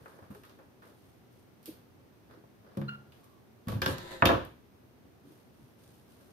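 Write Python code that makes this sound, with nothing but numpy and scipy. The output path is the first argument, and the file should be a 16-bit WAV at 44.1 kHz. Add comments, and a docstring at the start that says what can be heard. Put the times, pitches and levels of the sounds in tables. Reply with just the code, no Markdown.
"""A door in a quiet bedroom

Someone moves about, heard from a microphone pair on a desk: small things click, clothes rustle.
A wooden door is bumped and its hinge sticks and slips in a squeak. The handle rattles, the door
scuffs through its swing and shuts on its latch; soft steps follow. Each knock on the door is a
noise burst that rings the modes of wood or metal; cloth and scuffs are swells of grainy noise."""
import sys
import numpy as np
from scipy import signal
from scipy.fft import rfft, irfft, next_fast_len
from scipy.io import wavfile
from scipy.ndimage import uniform_filter1d

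SR = 44100
rng = np.random.default_rng(int(sys.argv[2]) if len(sys.argv) > 2 else 0)


def transcribe(u):
    """Save the signal u as a 16-bit wav file named by the first command-line argument.

    u: samples, shape (n,) or (channels, n), limited to [-1, 1]; the rate is SR.
    q: integer samples, one column per channel.
    """
    v = np.clip(np.atleast_2d(u).T, -1, 1)
    q = np.round(v * 32767).astype(np.int16)
    wavfile.write(sys.argv[1], SR, q)


N = 278712
TIME = np.arange(N) / SR
RING = np.arange(SR // 2) / SR  # seconds since a hit
EDGE_HZ = 15600

# The bands of a blow, thump to tick. Each row: low and high edge in Hz, usual contact fade in
# seconds, relative room level in dB, room t60 in seconds.
PARTS = [(64.5, 275, 0.0068, -7.5, 0.42), (283.4, 865, 0.015, 0.5, 0.32), (850, 2370, 0.015, -4.5, 0.38),
         (2240, 3810, 0.0081, -4.5, 0.41), (4070, 7100, 0.0049, -7, 0.38), (8240, 17400, 0.0045, -9, 0.34)]
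# Body of a knock on the door panel. Each row: frequency in Hz, relative level in dB.
PANEL_BODY = [(133, 2), (490, -12), (1425, -16.5), (2960, -25), (5500, -29.5), (10850, -27)]
# Airy top of a sliding contact. Each row: frequency in Hz, gain in dB.
SWISH = [(1500, -21), (3000, -3), (5000, -5.5), (7500, -7), (9500, 0.5), (13000, -7.5), (16000, -7.5)]


def door_slam():
    """The leaf hits its frame and rebounds with a woody ring."""
    # Hits, body and modes of the leaf, laid out as struck() describes.
    hits = [(4.2224, -26.5, 0.57, -4.5, -1.5, .4), (4.2901, -31.5, -0.13, 2.5, -3, .35),
            (4.301, -31.5, -1.7, 4, 5.5, 0.56), (4.316, -35.5, -0.89, 1, -7.5, 0.24)]
    body = [(133, 1), (490, 4.5), (1425, 4.5), (2960, -12), (5500, -34.5), (10850, -40.5)]
    modes = [(58, -9, 0.65), (102, -1.5, 0.4), (138, -5, .35), (185, -4, 0.16), (239.6, -9, 0.45),
             (317, -1.5, 0.33), (534, -0.5, 0.3), (676, 0.5, 0.27), (708, -8, 0.3), (972, -4, 0.27),
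             (1107, -3.5, 0.22), (1183, -5, 0.25), (1285, -7, .2), (1328, -6.5, .27), (1652, -11, .27),
             (1743, -9.5, 0.3), (2385, -3, 0.048)]
    return struck(hits, body, modes, ring_db=-0.5, swell_s=0.0012, thump_db=-2.5)


def latch():
    """The bolt snaps home with a bright metal ring."""
    # Hits, body and modes of the latch, laid out as struck() describes.
    hits = [(4.2546, -30.5, 0.4, -5.5, -4, 0.51), (4.2570, -31.5, 0.8, 0, -6, 0.57),
            (4.272, -32.5, -0.74, 1, -14.5, 0.26)]
    body = [(133, 1.5), (490, 0.5), (1425, -8), (2960, 0), (5500, -9), (10850, -9)]
    modes = [(374, -4, 0.3), (516, -2, 0.1), (1510, -13, 0.38), (2630, -5.5, 0.2), (2837, -9, 0.2),
             (3020, -10, .2), (3168, -3, 0.16), (3250, -6, 0.14), (3400, -8.5, 0.13), (3654, -2, 0.15),
             (4170, -9, 0.12), (5530, -14, .12), (6150, -16, 0.15), (11780, -13, .12), (12700, -14, .12)]
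    return struck(hits, body, modes, ring_db=4, swell_s=0.0005, thump_db=0)


def handle():
    """Pressed down, the handle knocks through its slack, then clacks against its stop."""
    # Hits and modes of the slack, then hits, body and modes of the stop, as struck() describes.
    slack_hits = [(3.671, -39.5, 0.2, -3, 4.3, 0.68), (3.6835, -39.5, 3, 1, 2, 0.5),
                  (3.719, -38, 1.54, 0, 5, 0.69), (3.749, -39, -1.5, -0.5, 10, 0.88)]
    slack_modes = [(58, -11, .35), (109.8, 3, 0.35), (192.7, 3, 0.29), (217, -3, 0.35), (493, -3, 0.33),
                   (540, 1.5, 0.33), (651, -3, 0.25), (963, -7, 0.33), (1137, 1, .3)]
    stop_hits = [(3.8175, -39.5, 0.9, -1.5, -1.5, .8), (3.8605, -36, 0.3, -1, -2.5, 0.38),
                 (3.879, -36.5, -3.5, 6, 7, 1)]
    stop_body = [(133, 3.5), (490, 0), (1425, 1.5), (2960, -4), (5500, -5.5), (10850, -9.5)]
    stop_modes = [(186, -3, 0.19), (368, 0.5, 0.25), (529, -2, 0.27), (1115, -8.5, 0.2), (1578, 2.5, 0.22),
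                  (1645, -4.5, .27), (1735, -5, .22), (2400, -11, .2), (2880, -6, .22), (3144, -5.5, 0.25),
                  (3290, -6, 0.2), (3560, -8, .25), (4737, -6, 0.12), (5290, -1, 0.12), (9230, -15, 0.21),
                  (12300, -6, .12)]
    slack = struck(slack_hits, PANEL_BODY, slack_modes, ring_db=2, swell_s=0.00081, thump_db=-0.5)
    return slack + struck(stop_hits, stop_body, stop_modes, ring_db=4, swell_s=0.00059, thump_db=-2.5)


def door_bumps():
    """Hollow bumps on the panel, too light to move the deep bass."""
    # Hits and modes of the panel, laid out as struck() describes.
    hits = [(2.770, -37, -0.46, 3, 0, 0.62), (2.790, -42, -4.5, 11, -10, 0.55),
            (2.8155, -41, -3.5, 3, 2.5, 0.7)]
    modes = [(138, -2.5, 0.5), (179, 1, 0.28), (209.5, 1.5, 0.56), (342, 5.5, 0.22), (378, -4, 0.42),
             (420, 2, .12), (545, 2.5, 0.22)]
    bumps = struck(hits, PANEL_BODY, modes, ring_db=5, swell_s=0.00077, thump_db=-3)
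    return band(bumps, 85, EDGE_HZ)


def struck(hits, body, modes, ring_db, swell_s, thump_db):
    """Each blow rings the object's modes, as hard as it hits in their range."""
    # Each hit: start in seconds, level in dB, tilt in dB per octave, hollowness in dB,
    # room send in dB, relative contact length.
    # Each body row: frequency in Hz, relative level in dB.
    # Each mode: frequency in Hz, relative level in dB, t60 in seconds (capped below).
    out, centres = np.zeros((2, N)), part_centres()
    for start, level_db, tilt_db, hollow_db, room_db, length in hits:
        levels_db = level_db + read(body, centres) + tilt_db * np.log2(centres / centres[0])
        levels_db += hollow_db * hump(centres, 490, octaves=0.47)  # a panel hit near its middle
        add(out, start, blow([levels_db[0] + thump_db, *levels_db[1:]], PARTS, room_db, length))
        for hz, db, t60 in modes:
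            t60 = min(t60, 0.5 if hz < 1000 else 0.3)
            t = RING[RING < 1.2 * t60]
            drive_db = np.interp(np.log(hz), np.log(centres), levels_db)
            decay = gain_of(drive_db + db + ring_db - 60 * t / t60)
            # Reflections shift the phase between the ports, more for short waves.
            turns = rng.random() + 0.086 * hz / 400 * rng.standard_normal((2, 1))
            rise = 1 - np.exp(-t / (swell_s + 0.71 / hz))  # low modes take longer to build
            add(out, start, decay * rise * np.sin(2 * np.pi * (hz * t + turns)))
    return out


def blow(levels_db, parts, room_db, length):
    """A brief contact and the room's answer; each band fades at its own speed."""
    # Woody colour of a blow. Each row: frequency in Hz, gain in dB.
    wood = [(60, 6), (110, 11.5), (400, 2), (560, 6), (780, -3), (1100, 10), (1700, 9), (2100, -3.5),
            (2800, 0), (3700, -2.5), (4800, -7.5), (6500, -13.5), (9000, -9.5), (15000, -12)]
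    size, out = len(RING), 0
    contact = coloured(from_right(rng.standard_normal(size)) + diffuse(size), wood)
    room = coloured(diffuse(size), wood) * (1 - np.exp(-RING / 0.0029))
    for db, (lo_hz, hi_hz, fade, wet_db, t60) in zip(levels_db, parts):
        burst = contact * np.exp(-RING / (fade * length)) / np.sqrt(length)
        tail = room * gain_of(wet_db + room_db - 60 * RING / t60)
        part = band(burst + tail, lo_hz, hi_hz)
        attack_rms = np.sqrt(np.mean(part[:, :SR // 40] ** 2))
        out = out + gain_of(db) * part / attack_rms
    return out


def hinge(room_db=-11, room_t60=0.37, whine_hz=1110):
    """Stick and slip at the pin gives a short squeak that hangs in the room, then a faint whine."""
    # Pitch curve of the squeak. Each row: time in seconds, pitch in Hz.
    glide = [(2.877, 1380), (2.885, 1374), (2.894, 1439), (2.903, 1373), (2.915, 1410), (2.932, 1400),
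             (2.948, 1408), (2.963, 1346)]
    # Harmonics that burst out, then hold. Each row: burst level in dB, time to the burst and
    # its width in seconds, held level in dB.
    partials = [(-34, 0.015, 0.008, -41.5), (-42, 0.018, 0.0095, -53), (-46, 0.0105, 0.0075, -69)]
    times, pitch = np.transpose(glide)
    t = np.arange(0, times[-1] - times[0], 1 / SR)
    waver, flutter = wobble((2, len(t)), samples=60)
    hz = np.interp(times[0] + t, times, pitch) * (1 + 0.012 * waver)
    angle = 2 * np.pi * np.cumsum(hz) / SR
    heights = np.array([gain_of(burst_db) * np.exp(-((t - at) / width) ** 2)
                        + gain_of(held_db) * np.minimum(t / at, 1)
                        for burst_db, at, width, held_db in partials])
    chatter = wobble(heights.shape, samples=30)
    heights *= (1 + 0.15 * flutter + 0.13 * chatter) * signal.windows.tukey(len(t), 0.12)
    # Each partial reaches the left port with its own delay, by way of the walls.
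    squeak = sum(height * np.sin(k * angle - np.array([[rng.uniform(1.5, 2.2)], [0]]))
                 for k, height in enumerate(heights, 1))
    tail = diffuse(len(RING)) * gain_of(-60 * RING / room_t60) * (1 - np.exp(-RING / 0.0023))
    echo = signal.fftconvolve(squeak, tail / np.linalg.norm(tail[0]), axes=1)
    whine = evened(band(diffuse(N), whine_hz * 0.942, whine_hz * 1.058))
    out = gain_of(-68) * stroke(start=3.2, length=0.3) * whine
    add(out, times[0], squeak)
    add(out, times[0], gain_of(room_db) * echo)
    return out


def door_swing():
    """The door brushes through its swing, sounding the hollow leaf; the bolt hisses on its plate."""
    # Scuffs. Each row: start and length in seconds, level in dB, relative metal hiss in dB.
    scuffs = [(3.866, 0.088, -44.5, 0.5), (3.904, 0.5, -47, -23), (4.107, 0.068, -49.5, -15.5)]
    # Colour of the scrape. Each row: frequency in Hz, gain in dB.
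    colour = [(60, -3.5), (110, 0), (240, -7.5), (370, -0.5), (440, -10.5), (540, -4.5), (780, -4.5),
              (1200, -8.5), (1900, -7), (2450, -15.5), (2750, -11), (3150, -13.5), (3800, -5.5),
              (5500, -22.5), (7500, -16.5), (14000, -30.5)]
    # Resonances of the leaf. Each row: centre and width in Hz, relative level in dB.
    modes = [(355, 30, -11), (392, 28, -12), (531, 34, -7), (640, 30, -14), (936, 22, -15), (1005, 26, -11),
             (1332, 40, -12), (1566, 26, -12), (1700, 70, -13), (1840, 70, -11), (2005, 30, -14)]
    scrape = gain_of(-1) * friction(colour, grain_db=1.5)
    ring = sum(gain_of(db) * evened(band(diffuse(N), hz - width / 2, hz + width / 2))
               for hz, width, db in modes)
    hiss = evened(band(friction(SWISH, grain_db=-4), 6000, 14500))
    return sum(gain_of(db) * stroke(start, length) * (scrape + ring + gain_of(hiss_db) * hiss)
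               for start, length, db, hiss_db in scuffs)


def clicks(trim_db=-2, tone_db=7.5):
    """Brief, light contacts with no thump: the harder the things that meet, the brighter."""
    # Small things touched around the room, and the sharp contacts of the knocks on the door near 2.8 s. Each
    # row: start in seconds, level in dB before the trim, hardness from 0 to 1, favoured tone in Hz, room send
    # in dB.
    touches = [(0.0577, -46.5, 0.13, 1390, -2.5), (0.114, -57.5, 0, 1180, 8), (0.187, -51.5, 0.07, 805, -2),
               (0.225, -53, 0.09, 890, 3), (0.303, -48, 0.25, 11000, 13), (0.3479, -47, 0.23, 11000, -0.5),
               (0.435, -52.5, 0.54, 1700, 3.5), (0.451, -68, 0.8, 12000, 3), (0.4952, -53, 0.36, 5000, 1),
               (0.5869, -51.5, 0.15, 750, 6), (0.820, -51.5, 0.34, 1250, 9), (1.629, -73.5, 1, 11000, 4),
               (1.6573, -54, 0.91, 12000, 7.5), (2.31, -57.5, 0.4, 1500, 0), (2.438, -60, 0.12, 550, -7),
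               (2.773, -62.5, 0.87, 12000, -6), (2.8146, -43.5, 0.25, 2080, -2),
               (3.121, -59.5, 0.63, 2700, 3), (3.242, -65, 0.68, 11730, 0), (3.9821, -39.5, 0.47, 6500, -3),
               (4.4496, -54.5, 0.61, 12000, -2), (5.322, -72, 0.7, 9100, -9)]
    # Two extremes of touch. Each row: frequency in Hz, dull tap in dB, hard click in dB.
    spectra = [(490, -2.5, -26.5), (1366, -9, -10), (2970, -28, 0.5), (5470, -34.5, 2.5),
               (10910, -29.5, 4.5)]
    out, hz = np.zeros((2, N)), part_centres()[1:]
    dull, hard = read(spectra, hz, column=1), read(spectra, hz, column=2)
    for start, db, hardness, tone_hz, room_db in touches:
        levels_db = db + dull + hardness * (hard - dull) + tone_db * hump(hz, tone_hz, octaves=0.74)
        add(out, start, gain_of(trim_db) * blow(levels_db, PARTS[1:], room_db, length=0.55))
    return out


def steps(room_db=-16):
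    """A soft push swells and dies in one broad low resonance."""
    # Footfalls and nudges. Each row: start in seconds, level in dB, pitch in Hz,
    # time to the peak in seconds, scuff from 0 to 1.
    footfalls = [(0.009, -53.5, 118.4, 0.013, 0.7), (0.213, -51.5, 142, 0.013, 0.9),
                 (0.296, -43.5, 207, 0.014, 0.7), (0.345, -50, 415, 0.017, 0.2),
                 (1.676, -36, 316, 0.013, 0.24), (2.364, -55.5, 313, 0.016, 0.9),
                 (5.047, -54.5, 273, 0.015, 0.8), (5.243, -50, 283, 0.017, 0.4),
                 (5.3, -54.5, 303, 0.018, .5), (5.591, -51.5, 226, 0.012, 0.74),
                 (5.605, -55.5, 130, 0.028, 0.6)]
    out, bass_t60 = np.zeros((2, N)), PARTS[0][-1]
    for start, db, hz, peak_s, scuff in footfalls:
        u = 2 * RING / peak_s
        push = u ** 2 * np.exp(2 - u) / 4
        thud = push * np.sin(2 * np.pi * hz * RING)
        rumble = evened(band(diffuse(len(RING)), hz * 0.38, hz * 1.53))
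        tail = gain_of(room_db - 60 * RING / bass_t60) * (1 - np.exp(-u))
        add(out, start, gain_of(db) * (thud + rumble * (scuff * push + tail)))
    return out


def clothes():
    """Each stroke of cloth blends low rubbing with high swishing."""
    # Moves of clothes and hands. Each row: start and length in seconds, level in dB,
    # swish against rub in dB.
    moves = [(-0.01, 0.36, -58, -7.5), (0.332, 0.11, -63, 6), (0.43, 0.18, -63, -7),
             (0.832, 0.085, -59.5, -5.5), (0.869, 0.1, -61.5, -9), (0.934, 0.32, -69, 10),
             (1.304, 0.21, -71, 14), (1.693, 0.19, -63, -14), (2.291, 0.14, -57, -23),
             (2.633, 0.23, -59, -29), (2.82, 0.44, -64, -21), (3.13, 0.34, -69, 1),
             (5.242, 0.28, -64.5, 0.5), (5.519, 0.33, -70, 9), (5.782, 0.36, -63, 8),
             (6.077, 0.41, -62.5, 1)]
    # Colour of the rub. Each row: frequency in Hz, gain in dB.
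    rub_colour = [(150, -32), (420, 8.5), (600, 6), (800, -3.5), (1100, 0), (1350, -1.5), (1700, -2.5),
                  (2400, -18.5), (5000, -17), (9000, -48)]
    rub, swish = friction(rub_colour, grain_db=2.4), friction(SWISH, grain_db=2.6)
    out = np.zeros((2, N))
    for start, length, db, swish_db in moves:
        cloth = (rub + gain_of(swish_db) * swish) / np.hypot(1, gain_of(swish_db))
        out += gain_of(db) * stroke(start, length) * cloth
    return out


def room_tone(rumble_db=-59.5, hiss_db=-74.5):
    """The still air of the room rumbles under a thin microphone hiss."""
    # Colours of the air and the hiss. Each row: frequency in Hz, gain in dB.
    air_colour = [(15, -59), (25, -37.5), (49, -14.5), (75, -4), (119, 3), (153, -4), (237, -1), (319, -4),
                  (383, -3), (450, -8.5), (711, -12), (1000, -16), (6000, -31.5), (7800, -54),
                  (13200, -120)]
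    hiss_colour = [(3500, -35.5), (6200, -1.5), (7600, -6.5), (9400, 0),
                   (10800, -6), (12000, 3.5), (13500, -1), (15500, -1.5)]
    # Stereo image of the air. Each row: frequency in Hz, left-right correlation.
    air_likeness = [(40, 1), (130, 0.6), (300, 0.41), (640, 0.19), (1400, -0.037), (3000, 0.0096)]
    rumble = evened(coloured(diffuse(N, air_likeness), air_colour))
    hiss = evened(coloured(rng.standard_normal((2, N)), hiss_colour))
    return gain_of(rumble_db) * rumble + gain_of(hiss_db) * hiss


def friction(colour, grain_db):
    """Rubbing: noise that catches and lets go in tiny grains."""
    grains = gain_of(grain_db * wobble(N, samples=120))
    return evened(coloured(diffuse(N) * grains, colour))


def stroke(start, length, skew=0.51, fullness=0.85):
    """Speed of one movement: it swells quickly from rest and eases off more slowly."""
    progress = np.clip((TIME - start) / length, 0, 1)
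    return abs(np.sin(np.pi * progress ** skew)) ** fullness


def diffuse(size, likeness=None):
    """Noise from all sides: the two microphone ports hear the same bass but different treble."""
    # Stereo image of the room's echoes. Each row: frequency in Hz, left-right correlation.
    room_likeness = [(80, 1), (130, 0.88), (220, 0.64), (360, 0.55), (600, 0.4), (1100, -0.12),
                     (2000, -0.00029)]
    padded = next_fast_len(size)
    same = np.clip(read(likeness or room_likeness, np.fft.rfftfreq(padded, 1 / SR)), -1, 1)
    left, other = rfft(rng.standard_normal((2, padded)))
    right = same * left + np.sqrt(1 - same ** 2) * other
    return irfft(np.array([left, right]), padded)[:, :size]


def from_right(x, lag_samples=16):
    """Sound from the right reaches the left port later."""
    return np.array([np.r_[np.zeros(lag_samples), x[:-lag_samples]], x])


def coloured(x, curve, column=1, size=4096):
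    """Minimum-phase EQ that follows a curve in dB."""
    hz = abs(np.fft.fftfreq(size, 1 / SR))
    log_gain = np.log(gain_of(read(curve, hz, column)))
    taps = np.fft.ifft(np.exp(np.conj(signal.hilbert(log_gain)))).real[:size // 2]
    return signal.oaconvolve(np.atleast_2d(x), taps[None], axes=1)[:, :x.shape[-1]]


def band(x, lo_hz, hi_hz):
    """Causal band-pass."""
    return signal.sosfilt(signal.butter(4, [lo_hz, hi_hz], "band", fs=SR, output="sos"), x)


def wobble(shape, samples):
    """Smoothed random motion at rms 1."""
    return evened(uniform_filter1d(rng.standard_normal(shape), size=samples))


def part_centres():
    """Middle frequency of each band of a blow."""
    return np.array([np.sqrt(lo_hz * hi_hz) for lo_hz, hi_hz, *_ in PARTS])


def hump(hz, centre_hz, octaves):
    """A broad bell on a log-frequency axis, 1 at its centre."""
    return np.exp(-(np.log2(hz / centre_hz) / octaves) ** 2)


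def read(curve, hz, column=1):
    """One column of a spectrum table on a log-frequency axis."""
    columns = np.transpose(curve)
    return np.interp(np.log(hz + 1), np.log(columns[0]), columns[column])


def add(mix, start, sound):
    """Mixes a stereo sound in at a time in seconds."""
    part = mix[:, max(round(start * SR), 0):][:, :sound.shape[1]]
    part += sound[:, :part.shape[1]]


def gain_of(db):
    """Decibels to amplitude."""
    return 10 ** (np.asarray(db) / 20)


def evened(x):
    """Scales to rms 1."""
    return x / np.sqrt(np.mean(x ** 2) + 1e-20)


def scene():
    """Door and movement enter the two ports, each with its own treble, over the room tone."""
    # Treble of the microphone ports. Each row: frequency in Hz, left and right gain in dB.
    ports = [(5010, -2, -2), (7040, -3, -4), (8210, -6, -10.5), (9090, 0, -8), (10670, -7.5, -11),
             (11900, -5.5, 6.5), (15400, -13, -10.5), (15970, -38, -6.5)]
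    door = door_bumps() + handle() + latch() + door_slam()
    left, right = door + clicks() + steps() + hinge() + door_swing() + clothes()
    return np.vstack([coloured(left, ports, column=1), coloured(right, ports, column=2)]) + room_tone()


def record(dry):
    """A steep low-pass takes off the very top."""
    lowpass = signal.firwin(255, EDGE_HZ, window=("kaiser", 8), fs=SR)
    return signal.oaconvolve(dry, lowpass[None], "same")


dry = scene()
out = record(dry)
transcribe(out)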